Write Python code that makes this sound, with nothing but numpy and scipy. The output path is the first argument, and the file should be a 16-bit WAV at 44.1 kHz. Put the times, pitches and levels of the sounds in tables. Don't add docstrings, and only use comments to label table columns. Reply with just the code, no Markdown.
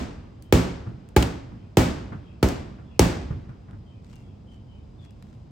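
import sys
import numpy as np
from scipy import signal
from scipy.fft import rfft, irfft
from scipy.io import wavfile
from scipy.ndimage import uniform_filter1d

SR = 44100
rng = np.random.default_rng(int(sys.argv[2]) if len(sys.argv) > 2 else 0)


def materialize(psi):
    bounded = np.clip(np.atleast_2d(psi).T, -1, 1)
    quanta = np.round(bounded * 32767).astype(np.int16)
    wavfile.write(sys.argv[1], SR, quanta)


N = 242988


def blows():
    # [t/s, force/dB, contact time/s, glancing 0-1, air ring level/dB, sword ring level/dB]
    strokes = [ (-.125, 0, 0.00078, 0.9, -14.5, -29), (0.5249, -0.5, .0014, 0.22, -9, -32.5),
               (1.1634, -1, .0024, .68, -10.5, -10.5), (1.7708, -1, 0.0013, 0, -14, -25),
               (2.4277, -1, 0.0039, .95, -19, -22), (2.9939, -1, 0.0006, 0.21, -9.5, -28), ]
    out = np.zeros((2, N))
    for s, force_db, contact, glancing, ring_db, core_db in strokes:
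        soft = np.log2(contact / 0.001)
        skin_db = force_db - 4.5
        ring_tilt_db = -11.5 * glancing

        slap_sound = slap(force_db - 5.5 - 6 * soft, contact)
        skin = amp(skin_db) * whoop(decay=0.015 * 1.06 ** soft, rise=0.67 * contact)
        direct = slap_sound + skin + amp(core_db) * core(ring_tilt_db)
        add(out, s, echoed(direct, lag=0.00229, gain=amp(-4.5)))
        add(out, s, amp(skin_db) * round_trips() + amp(ring_db) * ring(ring_tilt_db))

        tail = yard(tilt_db=-0.55 - 0.22 * soft) * grit(depth_db=0.5)
        tail_db = force_db - 15 - 4.5 * glancing
        add(out, s, amp(tail_db) * tail * burst(0.00095, 1.8))
    return out


def slap(slap_db, contact, snap_db=0, snap_growth=1.1):
    # [f/Hz, relative level/dB]
    slap_colour = [(200, -30.5), (600, -12), (900, 10.5), (1150, -5.5), (1500, -3.5), (2400, 7), (4000, -1),
                   (7000, -9.5), (12000, -8.5), (16000, -4.5)]
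    # [f/Hz, relative level/dB]
    snap_colour = [(2000, -17), (4500, -2.5), (8000, 4.5), (12000, -4), (16000, 1)]
    rise = 0.18 * contact
    tilt_db = 0.14 * np.log2(1 + rise / 0.00051)
    body = amp(slap_db) * noise(slap_colour, tilt_db=tilt_db) * burst(rise, contact)
    snap = amp(snap_db + snap_growth * slap_db) * noise(snap_colour) * burst(rise / 2, 0.0006)
    return body + snap


def whoop(decay, rise, tension=0.98, start_hz=2530, glide=0.0004476, rest_hz=15):
    t = np.arange(SR) / SR
    hz = tension * (start_hz / (1 + t / glide) + rest_hz)
    first_push = 1 + 0.5 * np.exp(-t / 0.0094)
    padding = 1 / (1 + (hz / 1152) ** 4)
    wave = np.sin(2 * np.pi * np.cumsum(hz) / SR)
    return wave * burst(rise, decay) * first_push * padding


def round_trips(trip=0.016, first_db=-5, loss_db=-5.0, decay=0.0062):
    band = signal.butter(1, [130, 600], "bandpass", fs=SR, output="sos")
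    front = signal.sosfilt(band, whoop(decay, rise=0.0013))
    out = np.zeros((2, SR))
    for k in range(6):
        add(out, (k + 1) * trip, amp(first_db + k * loss_db) * front)
    return out


def ring(tilt_db):
    # [f/Hz, level/dB, t60/s]
    air_modes = [(66.2, -10, 0.4), (115.8, -2, 0.27), (173.8, 0, 0.34), (253.2, 5.5, 0.22), (320, -3, .17),
                 (366, -22, 0.18), (423, -25, .17), (526, -12, 0.46), (636, -15.5, .25), (764, -12, 0.13),
                 (855, -16.5, 0.3), (995, -18, 0.076), (1150, -24.5, 0.31), (2270, -17, 0.35)]
    t = np.arange(SR) / SR
    out = np.zeros(SR)
    for hz, db, t60 in air_modes:
        level_db = db + tilt_db * np.log2(hz / 110)
        out += amp(level_db - 60 * t / t60) * np.sin(2 * np.pi * hz * t)
    return out * (1 - np.exp(-(t / 0.025) ** 2))


def core(place_db, lean=-1.66):
    # [f/Hz, level/dB, t60/s]
    core_modes = [(390, -1, 0.043), (660, 0.5, .04), (908, -4, 0.079), (1320, -11.5, 0.036),
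                  (1580, -8.5, 0.021), (1980, -20, 0.029), (2310, -32.5, 0.064)]
    t = np.arange(SR) / SR
    out = np.zeros(SR)
    for hz, db, t60 in core_modes:
        level_db = db + lean * place_db * np.log2(max(hz / 900, 1))
        shifted_hz = hz * rng.uniform(0.89, 1.02)
        out += amp(level_db - 60 * t / t60) * np.sin(2 * np.pi * shifted_hz * t)
    return out * (1 - np.exp(-t / 0.0016))


def echoed(x, lag, gain):
    out = x * np.ones((2, 1))
    add(out, lag, gain * x)
    return out


def yard(tilt_db=0, far_db=-21, linger=3.07):
    # [f/Hz, relative level/dB]
    scatter_colour = [(25, -13), (60, 0), (130, -3), (280, 2.5), (480, -4.5), (800, -7), (1300, -11),
                      (2400, -15.5), (4000, -20), (8000, -21), (11500, -23.5), (15500, -25.5)]
    # [f/Hz, t60/s]
    scatter_t60 = [(60, 1.52), (250, 0.73), (700, 0.65), (2400, 0.64), (5000, 0.6), (8000, .45),
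                   (12000, 0.31), (16000, .3)]
    hz, t, z = signal.stft(noise(scatter_colour, tilt_db=tilt_db), SR, nperseg=512)
    fall_db = -60 * t / read(scatter_t60, hz)[:, None]
    far = amp(far_db + fall_db / linger) / (1 + (hz[:, None] / 5000) ** 2)
    both = np.hypot(amp(fall_db), far)
    return signal.istft(z * both, SR, nperseg=512)[1][:, :SR]


def rocking():
    # [t/s, thud level/dB, creak level/dB]
    rocks = [(0.864, -28.5, -46.5), (1.52, -34.5, -54), (2.121, -31, -39.5), (2.784, -40.5, -52.5),
             (3.305, -24.5, -43), (3.489, -37.5, -49), (3.684, -53, -51.5), (3.728, -36.5, -54),
             (4.27, -42.5, -71)]
    # [f/Hz, relative level/dB]
    thud_colour = [(30, -28), (65, -3), (125, 2), (250, -10.5), (450, -22), (1200, -68.5)]
    # [f/Hz, relative level/dB]
    creak_colour = [(150, -16.5), (450, 4.5), (900, 2.5), (1400, 5.5), (2500, -11.5), (5000, -34),
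                    (9000, -39), (15000, -58)]
    out = np.zeros((2, N))
    for s, thud_db, creak_db in rocks:
        thud = noise(thud_colour) * burst(0.0033, 0.053)
        creak = noise(creak_colour) * burst(0.00077, 0.029) * grit(depth_db=-1.5)
        add(out, s, amp(thud_db) * thud)
        add(out, s, amp(creak_db) * creak)
    return out


def sharp_ticks(wet_db=-24):
    # [t/s, level/dB, tilt/dB per octave]
    ticks = [(.424, -65, 6), (1.0888, -55, 2), (1.1687, -16.5, 0), (1.1745, -22, 1), (1.2252, -24, 1.5),
             (1.2286, -11, -1.5), (2.487, -34.5, 3), (3.494, -43, -3), (3.71, -38.5, -3.5),
             (4.157, -55.5, 2), (5.1079, -52, 0.5), (5.225, -37.5, -1.5)]
    # [f/Hz, relative level/dB]
    tick_colour = [(400, -15.5), (1300, 5), (3000, 1.5), (6000, -4.5), (10000, -4), (16000, -16)]
    out = np.zeros((2, N))
    for s, db, tilt_db in ticks:
        shape = burst(0.0001, 0.0011) + amp(wet_db) * burst(0.004, 0.035)
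        add(out, s, amp(db) * noise(tick_colour, tilt_db=tilt_db) * shape)
    return out


def shoe_scuffs():
    # [t/s, level/dB, length/s]
    scuffs = [(3.965, -62.5, 0.36), (4.484, -66, 0.11), (4.997, -63.5, 0.092), (5.073, -70.5, 0.45)]
    # [f/Hz, relative level/dB]
    scuff_colour = [(300, -3.5), (1500, 1), (4000, -5.5), (8000, -9), (11000, -17), (16000, -24)]
    out = np.zeros((2, N))
    for s, db, length in scuffs:
        size = int(length * SR)
        rub = (noise(scuff_colour) * grit(depth_db=4.5))[:, :size]
        add(out, s, amp(db) * rub * np.hanning(size))
    return out


def bird(level_db=-2):
    # [t/s, pitch of first note f/Hz, first level/dB, second level/dB]
    calls = [(0.406, 3200, -66, -74), (1.541, 3130, -68, -68), (2.2, 3300, -61.5, -61.5),
             (2.839, 3410, -64, -60), (3.85, 3170, -63, -68), (4.11, 2830, -62, -70),
             (4.217, 3330, -67, -69.5), (4.459, 3120, -60, -76), (4.672, 3090, -59.5, -69),
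             (4.975, 3480, -58.5, -67)]
    out = np.zeros((2, N))
    for s, hz, first_db, second_db in calls:
        add(out, s, amp(first_db) * whistle(hz, quaver=0.022))
        add(out, s + 0.05, amp(second_db) * whistle(hz * 0.8, quaver=0.059))
    return amp(level_db) * out


def whistle(start_hz, quaver, blur=0.057):
    size = int(0.091 * SR)
    waver = evened(uniform_filter1d(rng.standard_normal(SR), size=110))[:size]
    sag = np.linspace(1, 1 - 0.027, size)
    hz = start_hz * sag * (1 + quaver * waver)
    note = np.sin(2 * np.pi * np.cumsum(hz) / SR) * signal.windows.tukey(size, 0.5)
    smear = rng.standard_normal((2, SR)) * burst(0.00084, blur)
    far = signal.fftconvolve(note[None], smear, axes=1)
    far *= np.linalg.norm(note) / np.linalg.norm(far[0])
    add(far, 0, 0.49 * note)
    return far


def insects():
    # [f/Hz, relative level/dB]
    buzz_colour = [(4500, -34), (4900, -4.5), (5000, -4), (5100, -4), (5500, -35.5)]
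    return amp(-82) * noise(buzz_colour, size=N)


def rumble():
    # [f/Hz, relative level/dB]
    rumble_colour = [(25, -39), (38, -7.5), (55, -5), (120, -2.5), (160, -11.5), (200, -8), (280, -16.5),
                     (400, -22), (1000, -31.5), (1700, -44), (3000, -44.5), (5200, -51), (8000, -56.5),
                     (11000, -65), (16000, -71)]
    t = np.arange(N) / SR
    waver = np.zeros(N)
    for hz in np.geomspace(0.5, 8, 20):
        waver += np.sin(2 * np.pi * (hz * t + rng.random()))
    level_db = -44.5 + 0.15 * evened(waver)
    return noise(rumble_colour, size=N) * amp(level_db)


def noise(spectrum, size=SR, tilt_db=0):
    # [f/Hz, likeness 0-1]
    likeness = [(80, 0.99), (250, 0.81), (500, 0.09), (1000, 0), (3000, 0.47), (8000, 0.32), (15000, 0)]
    hz = np.fft.rfftfreq(size, 1 / SR)
    a, b = rfft(rng.standard_normal((2, size)))
    same = np.clip(read(likeness, hz), -1, 1)
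    mid, side = a * np.sqrt(1 + same), b * np.sqrt(1 - same)
    colour = evened(amp(read(spectrum, hz)))
    colour = colour * amp(tilt_db * np.log2(np.maximum(hz / 300, 1)))
    return irfft(np.array([mid + side, mid - side]) * colour / np.sqrt(2), size)


def burst(rise, decay):
    t = np.arange(SR) / SR
    return (1 - np.exp(-t / rise)) * np.exp(-t / decay)


def grit(depth_db, size=SR):
    wander = evened(uniform_filter1d(rng.standard_normal(size), size=130))
    return evened(amp(depth_db * wander))


def amp(db):
    return 10 ** (np.asarray(db) / 20)


def evened(x):
    return x / np.sqrt(np.mean(x ** 2) + 1e-20)


def read(points, hz):
    f, value = np.transpose(points)
    return np.interp(np.log(hz + 1), np.log(f + 1), value)


def add(mix, s, sound):
    start = round(s * SR)
    sound = sound[..., max(-start, 0):]
    part = mix[:, max(start, 0):][:, :sound.shape[-1]]
    part += sound[..., :part.shape[-1]]


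def scene():
    return blows() + rocking() + sharp_ticks() + shoe_scuffs() + bird() + insects() + rumble()


def record(dry, low_cut_hz=36, edge_hz=16400, ceiling=1.0):
    # [f/Hz, width/Hz, depth/dB]
    notches = [(9664, 560, -25), (13300, 590, -19.5)]
    # [f/Hz, left minus right level/dB]
    balance = [(60, -0.6), (250, -2), (700, 0), (2000, 0), (4500, 5.5), (8000, -0.5)]
    size = 2 ** 18
    hz = abs(np.fft.fftfreq(size, 1 / SR))
    colour_db = sum(db * np.exp(-((hz - f) / width) ** 2) for f, width, db in notches)
    causal = np.exp(np.conj(signal.hilbert(np.log(amp(colour_db)))))
    sides = amp(np.outer([0.5, -0.5], read(balance, hz)))
    x = np.fft.ifft(np.fft.fft(dry, size) * causal * sides).real[:, :N]
    x = signal.sosfilt(signal.butter(2, low_cut_hz, "highpass", fs=SR, output="sos"), x)
    x = x / (1 + (x / ceiling) ** 6) ** (1 / 6)
    band_limit = signal.firwin(255, edge_hz, window=("kaiser", 9), fs=SR)
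    return signal.oaconvolve(x, band_limit[None], "same")


dry = scene()
out = record(dry)
materialize(out)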